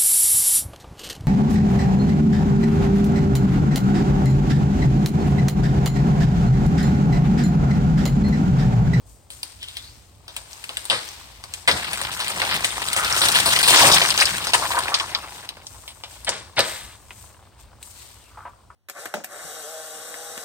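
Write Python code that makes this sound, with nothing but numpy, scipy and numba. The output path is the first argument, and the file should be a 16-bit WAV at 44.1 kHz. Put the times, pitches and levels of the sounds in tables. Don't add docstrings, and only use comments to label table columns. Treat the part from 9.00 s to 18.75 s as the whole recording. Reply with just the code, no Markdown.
import sys
import numpy as np
from scipy import signal
from scipy.fft import rfft, irfft
from scipy.io import wavfile
from scipy.ndimage import uniform_filter1d, minimum_filter1d
from numba import njit

SR = 44100
rng = np.random.default_rng(int(sys.argv[2]) if len(sys.argv) > 2 else 0)


def wrap_up_sound(samples):
    columns = np.atleast_2d(samples).T
    tamed = np.clip(columns, -1, 1)
    steps = np.round(tamed * 32767).astype(np.int16)
    wavfile.write(sys.argv[1], SR, steps)


N = 429975
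TIME = np.arange(N) / SR
SHORT = TIME[:2048]
LONG = TIME[:16384]


def undb(db):
    return 10 ** (np.asarray(db) / 20)


def steady(x):
    return x / np.sqrt(np.mean(x ** 2))


def blow(x):
    return x / np.sqrt(np.sum(x ** 2) / (.004 * SR))


def band(x, lo_hz, hi_hz, order=2):
    sos = signal.butter(order, [lo_hz, min(hi_hz, .45 * SR)], "band", fs=SR, output="sos")
    return signal.sosfilt(sos, x)


def ring(x, hz, width_hz):
    b, a = signal.iirpeak(min(hz, .45 * SR), hz / min(width_hz, SR / 4), fs=SR)
    return signal.lfilter(b, a, x)


def colour(x, points, size=4096):
    hz, db = np.transpose(points)
    bin_hz = np.arange(size // 2 + 1) * SR / size + 1
    gain = undb(np.interp(np.log(bin_hz), np.log(hz), db))
    cepstrum = irfft(np.log(gain))
    cepstrum[1:size // 2] *= 2
    cepstrum[size // 2 + 1:] = 0
    response = irfft(np.exp(rfft(cepstrum)))
    filtered = signal.oaconvolve(np.atleast_2d(x), response[None], axes=1)
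    return filtered[:, :x.shape[-1]].reshape(x.shape)


def add(out, s, sound, lag):
    for channel, start in enumerate((int(s * SR + lag), int(s * SR))):
        if 0 <= start < N:
            out[channel, start:start + sound.shape[1]] += sound[channel, :N - start]


def port_lag(s):
    return np.interp(s, [4.8, 7.5, 8.5], [8, 4, 0])


def swell(s, rise_s, fade_s):
    before = np.minimum(TIME - s, 0)
    after = np.maximum(TIME - s, 0)
    return np.exp(-(before / rise_s) ** 2 - after / fade_s)


def surge(size=1100):
    held = np.repeat(rng.standard_normal(N // size + 1), size)
    return steady(uniform_filter1d(held, size // 2)[:N])


def reflect(x, mid, side, alike_hz=1100):
    side = signal.lfilter(*signal.butter(1, alike_hz, "high", fs=SR), side)
    x = np.broadcast_to(x, (2, x.shape[-1]))
    echoes = signal.oaconvolve(x, np.array([mid + side, mid - side]), axes=1)
    return x + echoes[:, :x.shape[1]]


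def scatter(sound, near_db=-8, near_s=0.0094):
    near = rng.standard_normal((2, len(SHORT))) * np.exp(-SHORT / near_s) * (SHORT > .001)
    mid, side = undb(near_db) * near / np.linalg.norm(near)
    return reflect(sound, mid, side)


def fibres(envelope, uneven_db):
    fracture, size = rng.standard_normal((2, len(envelope)))
    group = np.arange(len(envelope)) // 16
    return envelope * fracture * undb(uneven_db * size[group])


def snap(hz, body_db, tick_db, tear_s, damping=0.38, body_hz=950, tick_hz=9000):
    first_split = 1.1 * blow(fibres(np.exp(-SHORT / .0006), uneven_db=1))
    tear = first_split + blow(fibres(np.exp(-SHORT / max(tear_s, .0005)), uneven_db=2.5))
    modes = ring(tear, hz, damping * hz)
    modes = modes + 0.31 * ring(tear, 0.73 * hz, damping * hz / 2)
    modes = modes + 0.22 * ring(tear, 1.49 * hz, damping * hz)
    body = ring(ring(tear, body_hz, 1500), body_hz, 1640)
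    tick = ring(ring(tear, tick_hz, 6100), tick_hz, 6100)
    pitched = blow(ring(modes, hz, 1.28 * hz))
    return pitched + undb(body_db) * blow(body) + undb(tick_db - 2.5) * blow(tick)


# start_s, level_db (played 1 dB up), pitch_hz, body_db,
# tick_db (bright, played 2.5 dB down), tear_s
STICK_SNAPS = [(.3035, -36.5, 4200, -11, 6, 0.036), (.4308, -25.5, 4260, -16, 2, .0023),
               (.6296, -32.5, 3320, -12, -1, 0.0024), (0.685, -35.5, 3540, -15, 1, .01),
               (0.7693, -28, 3350, -17, -1.5, 0.0053), (1.2806, -34, 3600, -5, -2.5, 0.023),
               (1.3645, -27, 3200, -7, 4.5, 0.0098), (1.531, -36.5, 5200, -15, -6.5, .003),
               (1.64, -31.5, 2780, -25, 1, 0.0061), (1.6928, -30, 2610, -2.5, -2, 0.036),
               (1.77, -24, 3000, -22, 2, 0.0021), (1.853, -34, 3600, -8, 8, .0075),
               (1.8994, -8, 3100, -13.5, -8, 0.0012), (2.0887, -36, 6440, -30, -3, .0035),
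               (2.4389, -33.5, 4970, -2.5, 0.5, 0.0067), (2.538, -28.5, 2920, -22.5, 6, 0.0055),
               (2.6761, -7, 2080, -6.5, -3.5, 0.016), (2.713, -15, 3680, -17, -7, 0.0098),
               (2.9318, -22.5, 2460, -10, 2, 0.014), (3.015, -25, 3830, -1, 4, 0.0033),
               (3.2026, -20.5, 3700, -11.5, -2.5, 0.039), (3.281, -27.5, 4110, -18, 7.5, 0.0033),
               (3.4175, -11, 2250, -13, -10, 0.0018), (3.6451, -9.5, 2930, -16, 2.5, 0.0012),
               (3.8855, -22.5, 3900, -12, 2.5, 0.0025), (3.9305, -20, 3180, -15, 5.5, 0.0078),
               (3.9643, -18.5, 1850, -0.5, 7.5, 0.083), (4.1254, -19.5, 5540, -13, -7, 0.0053),
               (4.2168, -10, 3870, -8.5, -1, 0.054), (4.285, -9.5, 3720, -11, 4, .003),
               (4.3479, -9, 3500, -7, -0.5, 0.037), (4.401, -18, 3420, -10.5, 2.5, 0.0035),
               (4.459, -11.5, 4400, -3.5, 6, 0.068), (4.562, -8, 2870, -12, -4, 0.0015),
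               (4.589, -12, 3200, -15, 2, 0.0015), (4.6293, -8, 3950, -13, 2.5, 0.063),
               (4.6766, -3.5, 3700, -7, 3.5, 0.026), (4.6969, -13, 2560, -2, 5, 0.0098),
               (4.7657, 10, 3870, -12, -23, 0.0021), (4.783, -2, 4640, -6, -11, .002),
               (4.916, -5, 3830, -11.5, -10, 0.0015), (4.9325, -2.5, 3400, -8.5, -34, 0.0085),
               (5.016, -11, 2480, -3, -27, 0.011), (5.1042, -11.5, 4600, -15.5, -5.5, .002),
               (5.1772, -17, 3620, -14, -10.5, .002), (5.202, -13, 4500, -20, -11, 0.00087),
               (5.209, -5.5, 4700, -13, -4.5, 0.0035), (5.2176, -4, 1870, -10.5, -2.5, 0.0027),
               (5.255, -15, 5050, -16, -2.5, 0.0049), (5.47, -20, 4720, -9, -5, .023),
               (5.5343, 1.5, 3700, -6, -2.5, 0.0022), (5.5423, -6, 2420, -18, 1.5, 0.0029),
               (5.789, -26.5, 4540, -22, 8, .005), (5.836, -27, 4000, -14, -0.5, 0.0056),
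               (5.8825, -21.5, 2440, -12, -14, 0.0053), (5.942, -4.5, 3700, -15, -10, 0.0011),
               (5.999, -19.5, 2960, -28, -18, 0.0059), (6.149, -17.5, 3000, -20, -18, 0.0061),
               (6.4899, -27, 3700, -16, -3, .006), (6.6684, -32.5, 5570, -20, -19, .004),
               (6.8787, -31.5, 3300, -11, 0, 0.036), (7.0367, -30.5, 2800, -3.5, -18, 0.015),
               (7.2471, -39, 5540, -12, 11, .004), (7.292, -13.5, 6370, -7.5, -13, 0.00079),
               (7.5922, -10, 3900, -7, 0.5, 0.001), (7.6047, -14, 4650, -16, -15, 0.0016),
               (8.107, -41, 2030, 1.5, -16, 0.013), (8.828, -41, 4120, -19.5, 8.5, 0.0053)]


def snaps():
    out = np.zeros((2, N))
    for s, db, hz, body_db, tick_db, tear_s in STICK_SNAPS:
        stick = undb(db + 1.0) * snap(hz, body_db, tick_db, tear_s)
        add(out, s, scatter(stick), port_lag(s))
    return out


WAVE_TRAVEL_S = .042


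def bending_wave(travel_s, hz=600):
    f = np.arange(len(LONG) // 2 + 1) * SR / len(LONG) + 1
    strength = 1 / (1 + (np.log2(f / hz) / .65) ** 2) ** 1.5
    dispersion = np.exp(-4j * np.pi * travel_s * np.sqrt(f * hz))
    return blow(irfft(strength * dispersion))


# frequency_hz, level_db
SPLINTER_COLOUR = [(59, -53), (100, -3), (268, -13.5), (620, -6.5), (1530, -3), (2270, -2), (2520, -5),
                   (3680, -2), (6760, -20.5), (8520, -6), (10700, -18), (15000, -33.5)]
# start_s, splinter_db, build_up_s, fade_s, top_hz (brightness limit),
# wave_db, wave_s (bending wave's arrival after the start)
LIMB_BREAKS = [(1.903, -22, 0.019, 0.037, 8800, -25, 0.025),
               (2.676, -11.5, 0.0057, 0.011, 7950, -20.5, 0.023),
               (4.78, -18.5, 0.079, .037, 1140, -7, 0.061), (7.267, -25, .019, 0.013, 6140, -21.5, .021),
               (7.315, -33, 0.0055, 0.052, 6500, -45, 0.012),
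               (7.567, -19.5, 0.025, .014, 5850, -14.5, 0.025), (7.592, -29, 0.0064, .12, 8950, -35, .03)]


def breaks():
    out = np.zeros((2, N))
    for s, db, rise_s, fade_s, top_hz, wave_db, wave_s in LIMB_BREAKS:
        build_up = np.minimum(0.24 + LONG / rise_s, 1)
        envelope = build_up * np.exp(-np.maximum(LONG - rise_s, 0) / fade_s)
        grains = colour(fibres(np.ones(len(LONG)), uneven_db=2.5), SPLINTER_COLOUR)
        splinters = steady(band(grains, 106, top_hz, order=3))
        add(out, s, scatter(undb(db) * envelope * splinters), port_lag(s))
        wave = undb(wave_db) * bending_wave(WAVE_TRAVEL_S)
        add(out, s + wave_s - WAVE_TRAVEL_S, scatter(wave), port_lag(s))
    return out


# pitch_multiple, width_hz, level_db
BOUGH_MODES = [(.62, 190, 10.5), (.8, 211, -21), (1, 230, 30.5), (1.27, 280, -9), (1.6, 380, -27),
               (2.4, 550, -17)]
# start_s, level_db (played 4 dB down), pitch_hz, chatter_s
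BOUGH_KNOCKS = [(3.418, -17, 770, 0.041), (4.78, -6.5, 702, .0064), (4.808, -7.5, 950, 0.0092),
                (4.846, -5, 1040, 0.0034), (4.86, -14, 760, 0.011), (5.212, -11, 1240, 0.0058),
                (5.542, -7, 1080, 0.0083), (5.622, -11.5, 980, 0.045), (5.705, -15.5, 945, 0.034),
                (5.735, -13, 930, 0.048), (5.768, -9, 990, 0.017), (5.885, -18, 840, 0.052),
                (5.918, -13.5, 1190, 0.072), (6.005, -18.5, 1070, 0.046), (6.151, -21.5, 1150, 0.021),
                (6.225, -27, 1230, 0.016), (9.372, -30, 880, 0.028), (9.452, -25, 946, 0.03),
                (9.702, -35.5, 1160, 0.013)]


def knocks():
    out = np.zeros((2, N))
    for s, db, pitch_hz, chatter_s in BOUGH_KNOCKS:
        contact = fibres(np.exp(-SHORT / max(chatter_s, .001)), uneven_db=3.0)
        wood = np.zeros(len(SHORT))
        for k, (multiple, width_hz, mode_db) in enumerate(BOUGH_MODES):
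            wood += (-1) ** k * undb(mode_db) * ring(contact, multiple * pitch_hz, width_hz)
        add(out, s, scatter(undb(db - 4.0) * blow(band(wood, 295, 1900))), port_lag(s))
    return out


REST_S, REST_SLOWING_S, REST_DB = 9.45, 0.28, -7


def at_rest():
    return np.clip((TIME - REST_S) / REST_SLOWING_S, 0, 1)


STRAIN_S, STRAIN_DB = 1.38, -58.5
STEM_BREAKS_S = 2.68
DRAG_DB, DRAG_FADE_DB_PER_S = -56.5, 4
USUAL_FORCE_DB = -29.5
# time_s, force_db
FALL_FORCE = [(2.8, -35.5), (2.85, -34), (3.28, -33), (3.56, -27), (3.71, -33), (3.94, -31.5), (4.11, -26),
              (4.21, -24), (4.66, -22.5), (4.83, -18), (5.27, -28), (5.8, -32), (6.57, -50), (6.7, -62)]


def force_db():
    s, db = np.transpose(FALL_FORCE)
    strain = STRAIN_DB - 18 * np.clip((STRAIN_S - TIME) / .2, 0, 1)
    fall = np.interp(TIME, s, db)
    drag = DRAG_DB - DRAG_FADE_DB_PER_S * (TIME - s[-1]) + REST_DB * at_rest()
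    return np.select([TIME < STEM_BREAKS_S, TIME < s[-1]], [strain, fall], drag) - USUAL_FORCE_DB


LANDING_S, LANDING_RISE_S, LANDING_FADE_S = 4.83, 0.11, 0.073
# frequency_hz, level_db
TWIG_COLOUR = [(150, -25), (310, 7.5), (450, 0.5), (700, 1), (950, 5.5), (1500, 3.5), (2500, 6), (4300, 6),
               (6000, 4), (9000, -4), (16000, 6)]
# low_hz, high_hz, level_db (at the usual force),
# growth_db (per dB of force), landing_db
CROWN_WOOD = [(170, 1098, -34.5, 0.71, -12.5), (966, 8200, -28.5, 1, -8), (5860, 13140, -28.5, 1.06, -7)]


def crown(per_second=560, spread=3.8, hiss_db=-6, handful_db=1.5, uneven_db=4.0, count=160):
    bank = []
    for a, b, c, d in rng.random((count, 4)):
        stick = snap(1300 * 4.5 ** a, -14 + 13 * b, -9 + 12 * c, .0015 + .008 * d)
        bank.append(scatter(stick))
    when, size, place = rng.random((int(per_second * N / SR), 3)).T
    times = when * N / SR
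    gains = undb(uneven_db * np.minimum(-np.log(1 - size), 2.6))
    lags = port_lag(times) + spread * (2 * place - 1)
    sticks = np.zeros((2, N))
    for k, (s, gain, lag) in enumerate(zip(times, gains, lags)):
        add(sticks, s, gain * bank[k % count], lag)
    hiss = steady(scatter(rng.standard_normal(N), near_db=8.5))
    crackle = colour(steady(sticks) + undb(hiss_db) * hiss, TWIG_COLOUR)
    force = force_db()
    landing = swell(LANDING_S, LANDING_RISE_S, LANDING_FADE_S)
    out = np.zeros((2, N))
    for lo_hz, hi_hz, db, growth, landing_db in CROWN_WOOD:
        wood = steady(band(crackle, lo_hz, hi_hz, order=3))
        level = np.hypot(undb(db + growth * force), undb(landing_db) * landing)
        out += wood * undb(handful_db * surge()) * level
    return out


@njit
def glide(x, hz, damping):
    y, b, l = np.empty(len(x)), 0., 0.
    for i in range(len(x)):
        g = np.tan(np.pi * hz[i] / SR)
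        v = (b + g * (x[i] - l)) / (1 + g * (g + damping))
        b, l, y[i] = 2 * v - b, l + 2 * g * v, damping * v
    return y


# peak_s, level_db, pitch_hz (at the peak), glide_octaves_per_s, rise_s, fade_s
TWIG_RUBS = [(.635, -37.5, 3320, -2, .02, 0.021), (.69, -44, 3270, 3, 0.023, .03),
             (.775, -43, 3400, 3.5, .025, .08), (4.06, -30.5, 1344, 0.2, .15, .25),
             (9.05, -60.5, 3900, -1.2, 0.13, 0.08), (9.28, -62, 2530, -4, .09, .06),
             (9.44, -47, 1200, -.5, .1, .06)]


def rubs(damping=0.27):
    out = np.zeros((2, N))
    for s, db, hz, octaves_per_s, rise_s, fade_s in TWIG_RUBS:
        during = (TIME > s - 2 * rise_s) & (TIME < s + 4 * fade_s)
        t = TIME[during]
        pitch = np.minimum(hz * 2 ** (octaves_per_s * (t - s)), SR / 4)
        grains = fibres(np.ones(len(t)), uneven_db=6.5)
        rasp = glide(glide(grains, pitch, damping), pitch, damping)
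        sound = steady(rasp) * undb(db) * swell(s, rise_s, fade_s)[during]
        add(out, t[0], scatter(sound), port_lag(s))
    return out


# peak_s, level_db, needle_db (over level_db), rise_s, fade_s
BRANCH_RUSTLES = [(.1, -69, 17.5, 0.039, 0.11), (.32, -54, 10.5, 0.013, 0.13), (.47, -53, -9, .04, 0.083),
                  (.79, -51, 3.5, 0.2, 0.22), (1.4, -50, 1, 0.095, 0.052), (1.53, -51.5, 6.5, 0.045, 0.15),
                  (1.8, -49.5, 2.5, 0.18, 0.25), (2.07, -44, 0, 0.18, 0.25), (2.58, -50.5, 3, 0.087, 0.071),
                  (3.56, -42, -4, 0.17, 0.12), (5.72, -41, 10.5, 0.11, 0.06), (6.36, -49, 7, 0.061, 0.057),
                  (6.73, -58, 12, 0.095, 0.46), (7.12, -51, 5, 0.027, 0.11), (7.7, -46, 13, 0.064, 0.11),
                  (8.24, -61, 14.5, 0.15, 0.086), (8.61, -57, 7.5, 0.021, 0.026),
                  (8.86, -58.5, 15.5, 0.042, .1), (9.02, -52, 5.5, 0.082, 0.22)]


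def rustles(uneven_db=4.5):
    grains = colour(np.array([fibres(np.ones(N), uneven_db) for _ in range(2)]), TWIG_COLOUR)
    twigs, needles = np.zeros(N), np.zeros(N)
    for s, db, needle_db, rise_s, fade_s in BRANCH_RUSTLES:
        shape = swell(s, rise_s, fade_s)
        twigs += undb(db) * shape
        needles += undb(db + needle_db) * shape
    rush = steady(band(grains, 330, 5500)) * twigs
    return rush + steady(band(grains, 7040, 12970, order=3)) * needles


def low_noise(side_db):
    mid, side = rng.standard_normal((2, N))
    return mid + undb(side_db) * np.array([side, -side])


THUD_RISE_S, THUD_FADE_S = 0.036, 0.035
# peak_s, level_db
TRUNK_THUDS = [(1.94, -43), (2.745, -30), (3.55, -38), (4.87, -22), (7.32, -45), (7.615, -36)]


def trunk(rolling_db=-44, growth=0.93):
    drops = sum(undb(db) * swell(s, THUD_RISE_S, THUD_FADE_S) for s, db in TRUNK_THUDS)
    rolling = undb(rolling_db + growth * force_db() + 2 * surge(size=3000))
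    return steady(band(low_noise(side_db=-19), 66, 197)) * np.hypot(drops, rolling)


def forest(x, far_db=-8, low_t60_s=0.47, high_t60_s=0.47):
    t = TIME[:32768]
    trunks = np.array([fibres(1 - np.exp(-t / 0.0021), uneven_db=7) for _ in range(2)])
    low = band(trunks, 90, 2500) * undb(-60 * t / low_t60_s)
    high = band(trunks, 2590, 12400) * undb(-60 * t / high_t60_s)
    far = low + 0.81 * high
    mid, side = undb(far_db) * far / np.linalg.norm(far)
    sent = np.array([np.interp(TIME + .00008 * surge(size=24), TIME, channel) for channel in x])
    echoes = reflect(sent, mid, side) - sent
    return x + echoes


RUMBLE_DB, RUMBLE_SWELL_DB = -49.5, 2
AIR_DB = -61.5
# frequency_hz, level_db
OUTDOOR_COLOUR = [(20, -21), (38, -34), (50, 0), (75, -3.5), (100, -4), (150, -17.5), (300, -24.5),
                  (600, -44.5)]
# frequency_hz, level_db
AIR_COLOUR = [(200, -3), (350, 2.5), (600, 4), (1000, -3), (1600, -15), (4000, -17.5), (9000, -14.5),
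              (16000, -29)]


def rumble(ground_db=-47, growth=0.38):
    outdoors = undb(RUMBLE_DB + REST_DB * at_rest())
    ground = undb(ground_db + growth * force_db())
    swells = undb(RUMBLE_SWELL_DB * surge(size=4000))
    low = steady(colour(low_noise(side_db=-9.5), OUTDOOR_COLOUR)) * np.hypot(outdoors, ground) * swells
    air = steady(colour(low_noise(side_db=-4), AIR_COLOUR)) * undb(AIR_DB)
    return low + air


def scene():
    small_wood = snaps() + knocks() + rubs()
    among_trees = undb(np.interp(TIME, [3.5, 5], [0, -7]))
    echoed = forest(breaks() + among_trees * small_wood)
    close = (1 - among_trees) * small_wood
    return echoed + close + crown() + rustles() + trunk() + rumble()


def limit(x, size=130):
    gain = minimum_filter1d(1 / np.maximum(np.abs(x).max(axis=0), 1), size)
    return x * uniform_filter1d(gain, size)


TOP_HZ = 15900
# frequency_hz, level_db
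MIC_COLOUR = [(20, -4), (5000, 3.5), (7000, -0.5), (8400, 5), (9400, 0.5), (10100, -15), (10700, -23),
              (11600, -15.5), (13000, -6.5), (16000, 2)]
# frequency_hz, left_minus_right_db
LEFT_FAVOUR = [(100, -0.5), (380, 0), (700, 1.5), (1300, 2), (4400, 3), (8100, 4.5), (11000, 19),
               (15000, -2.5)]


def record(dry):
    hz, lead_db = np.transpose(LEFT_FAVOUR)
    left = colour(dry[0], np.column_stack([hz, lead_db / 2]))
    right = colour(dry[1], np.column_stack([hz, -lead_db / 2]))
    limited = limit(colour(np.array([left, right]), MIC_COLOUR))
    top_cut = signal.ellip(8, .2, 70, TOP_HZ, fs=SR, output="sos")
    return signal.sosfilt(top_cut, limited)


dry = scene()
out = record(dry)
wrap_up_sound(out)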